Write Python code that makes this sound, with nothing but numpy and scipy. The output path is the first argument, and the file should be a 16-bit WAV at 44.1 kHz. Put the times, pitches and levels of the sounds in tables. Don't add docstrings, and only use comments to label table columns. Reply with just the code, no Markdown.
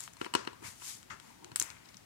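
import sys
import numpy as np
from scipy import signal
from scipy.fft import rfft, irfft, next_fast_len
from scipy.io import wavfile
from scipy.ndimage import map_coordinates

SR = 44100
rng = np.random.default_rng(int(sys.argv[2]) if len(sys.argv) > 2 else 0)


def materialize(psi):
    bounded = np.clip(np.atleast_2d(psi).T, -1, 1)
    quanta = np.round(bounded * 32767).astype(np.int16)
    wavfile.write(sys.argv[1], SR, quanta)


N = 90404
TIME = np.arange(N) / SR


def amp(db):
    return 10 ** (np.asarray(db) / 20)


def unit(x):
    return x / np.sqrt(np.mean(x ** 2) + 1e-20)


def along(points, hz):
    f, values = np.transpose(points)
    return np.interp(np.log(hz + 1), np.log(f + 1), values)


def filtered(x, response):
    n = x.shape[-1]
    padded = next_fast_len(n + SR // 4)
    return irfft(rfft(x, padded) * response(np.fft.rfftfreq(padded, 1 / SR)), padded)[..., :n]


def causal(gain):
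    cepstrum = irfft(np.log(np.maximum(gain, 1e-6)))
    half = len(cepstrum) // 2
    cepstrum[1:half] *= 2
    cepstrum[half + 1:] = 0
    return np.exp(rfft(cepstrum))


def resonance(f, hz, width):
    return f * width / np.hypot(hz * hz - f * f, f * width)


def wobble(rate):
    return map_coordinates(rng.standard_normal(int(N * rate / SR) + 4), [TIME * rate])


def diffuse(pair, apart_hz=57.3, shared_hz=707):
    likeness = lambda f: f ** 2 / (f ** 2 + apart_hz ** 2) / (1 + (f / shared_hz) ** 4)
    turn = lambda f: np.arccos(likeness(f)) / 2
    mid, side = filtered(pair, lambda f: np.array([np.cos(turn(f)), np.sin(turn(f))]))
    return np.array([mid + side, mid - side])


def noise(colour):
    return unit(filtered(diffuse(rng.standard_normal((2, N))), lambda f: amp(along(colour, f))))


# (frequency [Hz], level [dB])
RUMBLE_COLOUR = [(25, -22), (60, -11.5), (110, 7), (200, -6), (400, -20.5), (2000, -42)]
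def rumble():
    return noise(RUMBLE_COLOUR)


# (frequency [Hz], level [dB])
BACKGROUND_COLOUR = [(25, -23), (60, 4.5), (120, 0), (250, 1.5), (550, -4.5), (1000, -5.5), (2000, -7.5),
                     (4000, -12), (7000, -13.5), (11000, -19), (15000, -23)]
def room_tone(background_db=-58, rumble_db=-66):
    return amp(background_db) * noise(BACKGROUND_COLOUR) + amp(rumble_db) * rumble()


# (peak time [s], hiss level [dB], scrape level [dB], rise from half [s], fall to half [s])
BRUSH_STROKES = [(.04, -47, -54, 0.19, 0.028), (.225, -58, -56, 0.038, 0.045),
                 (0.663, -43.5, -47, 0.02, 0.044), (0.888, -40.5, -54.5, 0.05, 0.053),
                 (1.29, -60.5, -61.5, .08, 0.056), (1.66, -71, -49.5, .04, 0.09),
                 (1.9, -65.5, -62, 0.058, 0.047)]
# (frequency [Hz], level [dB])
HISS_COLOUR = [(200, -121), (1500, -10.5), (3300, -2.5), (5000, 0.5), (7200, 3.5), (10000, -3.5),
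               (12500, -11), (15000, -13), (15600, -42)]
SCRAPE_COLOUR = [(60, -5), (350, -10.5), (550, -1.5), (750, -5), (950, 3.5), (1400, 2), (2100, 6),
                 (3300, -5.5), (7000, -28), (15000, -59)]
def brushing(scrape_lead_s=0.0079, hiss_grain_db=-1.5, scrape_grain_db=2):
    def swell(t, rise, fall):
        distance = np.where(t < 0, t / rise, t / fall)
        return np.exp(1 - np.hypot(1, 1.37 * distance))
    hiss = scrape = 0
    for peak, hiss_db, scrape_db, rise, fall in BRUSH_STROKES:
        hiss += amp(hiss_db) * swell(TIME - peak, rise, fall)
        scrape += amp(scrape_db) * swell(TIME - peak + scrape_lead_s, rise, fall)
    hiss = hiss * amp(hiss_grain_db * wobble(700)) * noise(HISS_COLOUR)
    scrape = scrape * amp(scrape_grain_db * wobble(300)) * noise(SCRAPE_COLOUR)
    return hiss + scrape


def fracture(when, db, colour, rise, decay, grit, bright_hz=1850, stereo_spread=0.72):
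    size, lead = SR // 5, SR // 50
    t = (np.arange(size) - lead) / SR
    f = np.fft.rfftfreq(size, 1 / SR)
    slips = rng.standard_normal(size) + stereo_spread * rng.standard_normal((2, size))
    slips *= np.exp(np.minimum(t / rise, -t / decay))
    slips /= np.linalg.norm(slips[0])
    slip_share = grit * f ** 2 / (f ** 2 + bright_hz ** 2)
    click = 1.0 * (t == 0)
    force = (rfft(click) + slip_share * rfft(slips)) / np.hypot(1, slip_share)
    sound = irfft(force * causal(colour(f)))
    sound *= amp(db) * np.sqrt(SR / 100 / np.sum(sound[0] ** 2))
    track = np.zeros((2, N + 2 * size))
    start = round(when * SR)
    track[:, start:start + size] = sound
    return track[:, lead:lead + N]


# (time [s], level [dB], ring pitch [Hz], crack compared with ring [dB], build-up [s])
SHARP_SNAPS = [(.006, -39, 7500, -13, 0.0051), (.039, -44.5, 7100, -9, 0.0041),
               (0.0778, -44.5, 1300, -8, .0003), (.136, -54, 7200, -10, 0.0035),
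               (.247, -40.5, 1950, -8, 0.0017), (1.102, -53, 3100, -3, 0.00043),
               (1.1071, -45, 1350, -14, .002), (1.030, -53, 4030, 18, 0.00023),
               (1.2, -49.5, 6000, 21, 0.00046), (1.446, -46, 7150, 6, 0.0012),
               (1.5601, -26, 8560, -4, 0.0003), (1.5991, -24, 6900, -21, .0001),
               (1.6124, -41.5, 9100, 2, 0.00029), (1.616, -33.5, 6900, 8, 0.0004),
               (1.6249, -30, 7370, -20, 0.00034), (1.7031, -44, 7000, 8.5, 0.00022),
               (1.784, -62.5, 4200, -14, .001), (1.858, -56.5, 4200, -19, 0.007),
               (1.890, -55, 4840, -19, 0.0023), (1.945, -52, 4360, -3, 0.0044),
               (1.970, -49.5, 5970, -17, 0.00077)]
# (frequency [Hz], level [dB])
CRACK_COLOUR = [(60, -22), (300, -6), (700, -8.5), (1450, 6), (2000, 2), (4500, 1), (9000, -3),
                (12000, -46), (16000, -18)]
def snaps(decay_s=0.0011, spread_db=-1):
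    direct = spread = 0
    for when, db, hz, crack_db, rise in SHARP_SNAPS:
        crack = lambda f: amp(crack_db) * unit(amp(along(CRACK_COLOUR, f)))
        colour = lambda f, width_hz: np.hypot(unit(resonance(f, hz, width_hz) ** 1.8), crack(f))
        narrow = lambda f: colour(f, width_hz=min(2000, 0.74 * hz))
        wide = lambda f: colour(f, width_hz=4000)
        direct += fracture(when, db, narrow, rise, decay_s, grit=1)
        spread += fracture(when, db + spread_db, wide, rise, decay_s, grit=0)
    return direct + room_echo(spread)


# (time [s], level [dB], bass [dB], upper middle [dB], treble [dB], build-up [s])
DULL_CRUNCHES = [(.169, -53.5, -8, 4, 8, 0.00032), (0.2145, -31, 2.5, 0, -6.5, 0.0012),
                 (.258, -45.5, 2, 11, 6, 0.0025), (0.2638, -38.5, -1.5, 1.5, -10, 0.0017),
                 (0.339, -29.5, -9, 1.5, 3, 0.00015), (0.3515, -20.5, 0.5, 0.5, 2.5, 0.00024),
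                 (0.4508, -48.5, 5, 5, 5, .0005), (0.4754, -32.5, 1.5, 2.5, -8, 0.0018),
                 (0.5319, -51, -9, -17, -11, .0003), (.627, -50.5, 0, -33, -8, 0.0013),
                 (.821, -47, -10, -1.5, -26, 0.0049), (1.518, -47.5, -4, -3, -5, 0.0018),
                 (1.6155, -41, -4.5, 0, -4, 0.0024)]
# (pitch [Hz], width before sharpening [Hz], level [dB])
SURFACE_NOTES = [(126, 29, -16), (255, 80, -8), (341, 114, -1.5), (978, 122, -4), (1393, 285, -5.5),
                 (1900, 160, -26.5), (2573, 244, -8.5), (2930, 156, -5.5), (4200, 520, -11.5),
                 (5440, 1000, -22.5), (8080, 1450, -19.5), (13000, 2000, -50)]
# (frequency [Hz], level [dB])
SPREAD_COLOUR = [(60, -16.5), (200, -12), (350, -1.5), (550, -5), (750, -14), (1000, 1.5), (1500, -1.5),
                 (2100, -8), (2800, -9.5), (3500, -13.5), (5500, -11), (8500, -20.5), (12000, -40),
                 (16000, -51)]
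def crunches(decay_s=0.002):
    def surface(f):
        notes = [amp(db) * resonance(f, hz, width) ** 1.52 for hz, width, db in SURFACE_NOTES]
        return np.linalg.norm(notes, axis=0)
    direct = spread = 0
    for when, db, bass, upper_middle, treble, rise in DULL_CRUNCHES:
        tilt = [(407, bass), (1170, 0), (2800, upper_middle), (7500, treble)]  # (frequency [Hz], level [dB])
        ringing = lambda f: amp(along(tilt, f)) * surface(f)
        broad = lambda f: amp(along(tilt, f) + along(SPREAD_COLOUR, f))
        direct += fracture(when, db, ringing, rise, decay_s, grit=2.66)
        spread += fracture(when, db, broad, rise, decay_s, grit=0)
    return direct + room_echo(spread)


# (peak time [s], level [dB], half length [s], pitch [Hz])
LOW_RUBS = [(0.63, -56.5, 0.022, 335), (1.285, -61, 0.069, 920), (1.46, -54.5, 0.043, 350),
            (1.45, -60, 0.072, 890), (1.96, -63.5, 0.038, 190)]
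def rubs(width_share=0.33):
    sound = 0
    for peak, db, half_length, hz in LOW_RUBS:
        swell = amp(db + wobble(120)) * np.exp(-((TIME - peak) / half_length) ** 2)
        friction = diffuse(rng.standard_normal((2, N)))
        sound += swell * unit(filtered(friction, lambda f: resonance(f, hz, width_share * hz) ** 2))
    return sound


# (peak time [s], level [dB], half length [s])
SOFT_PUSHES = [(0.669, -54, 0.035), (0.956, -58.5, 0.0097), (1.12, -59, 0.03), (1.526, -50.5, 0.0077)]
def pushes():
    sound = 0
    for peak, db, half_length in SOFT_PUSHES:
        swell = np.exp(-((TIME - peak) / half_length) ** 2)
        sound += amp(db) * np.sqrt(np.mean(swell ** 2)) * unit(swell * rumble())
    return sound


# (frequency [Hz], level [dB])
SLUMP_COLOUR = [(100, -1.5), (350, -4), (700, -9), (1300, 7), (2200, -0.5), (3500, -13), (7000, -8.5),
                (11000, -34), (15000, -49)]
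def slump(start_s=1.099, level_db=-41.5, rise_s=0.0056, hold_s=0.013, decay_s=0.025):
    t = TIME - start_s
    shape = np.clip(t / rise_s, 0, 1) * np.exp(-np.maximum(t - rise_s - hold_s, 0) / decay_s)
    return amp(level_db + 1.6 * wobble(500)) * shape * noise(SLUMP_COLOUR)


# (frequency [Hz], time to fade by 60 dB [s])
ECHO_TIMES = [(150, 0.54), (400, 0.26), (1200, 0.54), (3000, 0.34), (7000, 0.38), (14000, 0.32)]
# (frequency [Hz], level [dB])
ECHO_COLOUR = [(100, -2), (400, 6.5), (1200, -3.5), (3000, 1.5), (5500, -1.5), (8000, -1), (14000, -2)]
def room_echo(x, early_db=-8.5, early_decay_s=0.013, tail_db=-11, tail_rise_s=0.0028):
    hz, t, bands = signal.stft(rng.standard_normal((2, SR * 3 // 4)), SR, nperseg=256)
    fade = amp(-60 * t / along(ECHO_TIMES, hz)[:, None])
    tail = signal.istft(bands * fade, SR, nperseg=256)[1]
    t = np.arange(tail.shape[1]) / SR
    tail *= 1 - np.exp(-t / tail_rise_s)
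    early = rng.standard_normal(tail.shape) * np.exp(-t / early_decay_s)
    echo = amp(tail_db) * tail / np.linalg.norm(tail[0])
    echo += amp(early_db) * early / np.linalg.norm(early[0])
    echo = filtered(diffuse(echo), lambda f: amp(along(ECHO_COLOUR, f)))
    return signal.fftconvolve(np.broadcast_to(x, (2, N)), echo, axes=1)[:, :N]


def microphones(x, right_colour, right_lead_s=0.000977):
    right = lambda f: amp(along(right_colour, f)) * np.exp(2j * np.pi * f * right_lead_s)
    return filtered(x, lambda f: np.array([np.ones_like(f), right(f)]))


# (frequency [Hz], level [dB])
RIGHT_FOR_TONE = [(40, -11), (300, -1.5), (1200, -8), (5000, -4.5), (12000, -0.5)]
RIGHT_FOR_HANDLING = [(40, -1), (150, -2.5), (330, -2.5), (550, -3), (1000, -8.5), (3000, -12), (7000, -9),
                      (10000, -1), (13000, 2)]
RIGHT_FOR_SNAPS = [(100, -9), (400, -2), (1200, -16), (3500, -11.5), (7000, -10.5), (10000, -6.5),
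                   (13000, 0)]
def scene():
    puff = slump()
    handling = crunches() + puff + room_echo(puff) + brushing() + rubs() + pushes()
    return (microphones(room_tone(), RIGHT_FOR_TONE)
            + microphones(handling, RIGHT_FOR_HANDLING)
            + microphones(snaps(), RIGHT_FOR_SNAPS))


def record(dry):
    low_cut_hz, top_hz = 32, 16000
    thinned = filtered(dry, lambda f: 1j * f / (low_cut_hz + 1j * f))
    return filtered(thinned, lambda f: 1 / (1 + (f / top_hz) ** 90))


dry = scene()
out = record(dry)
materialize(out)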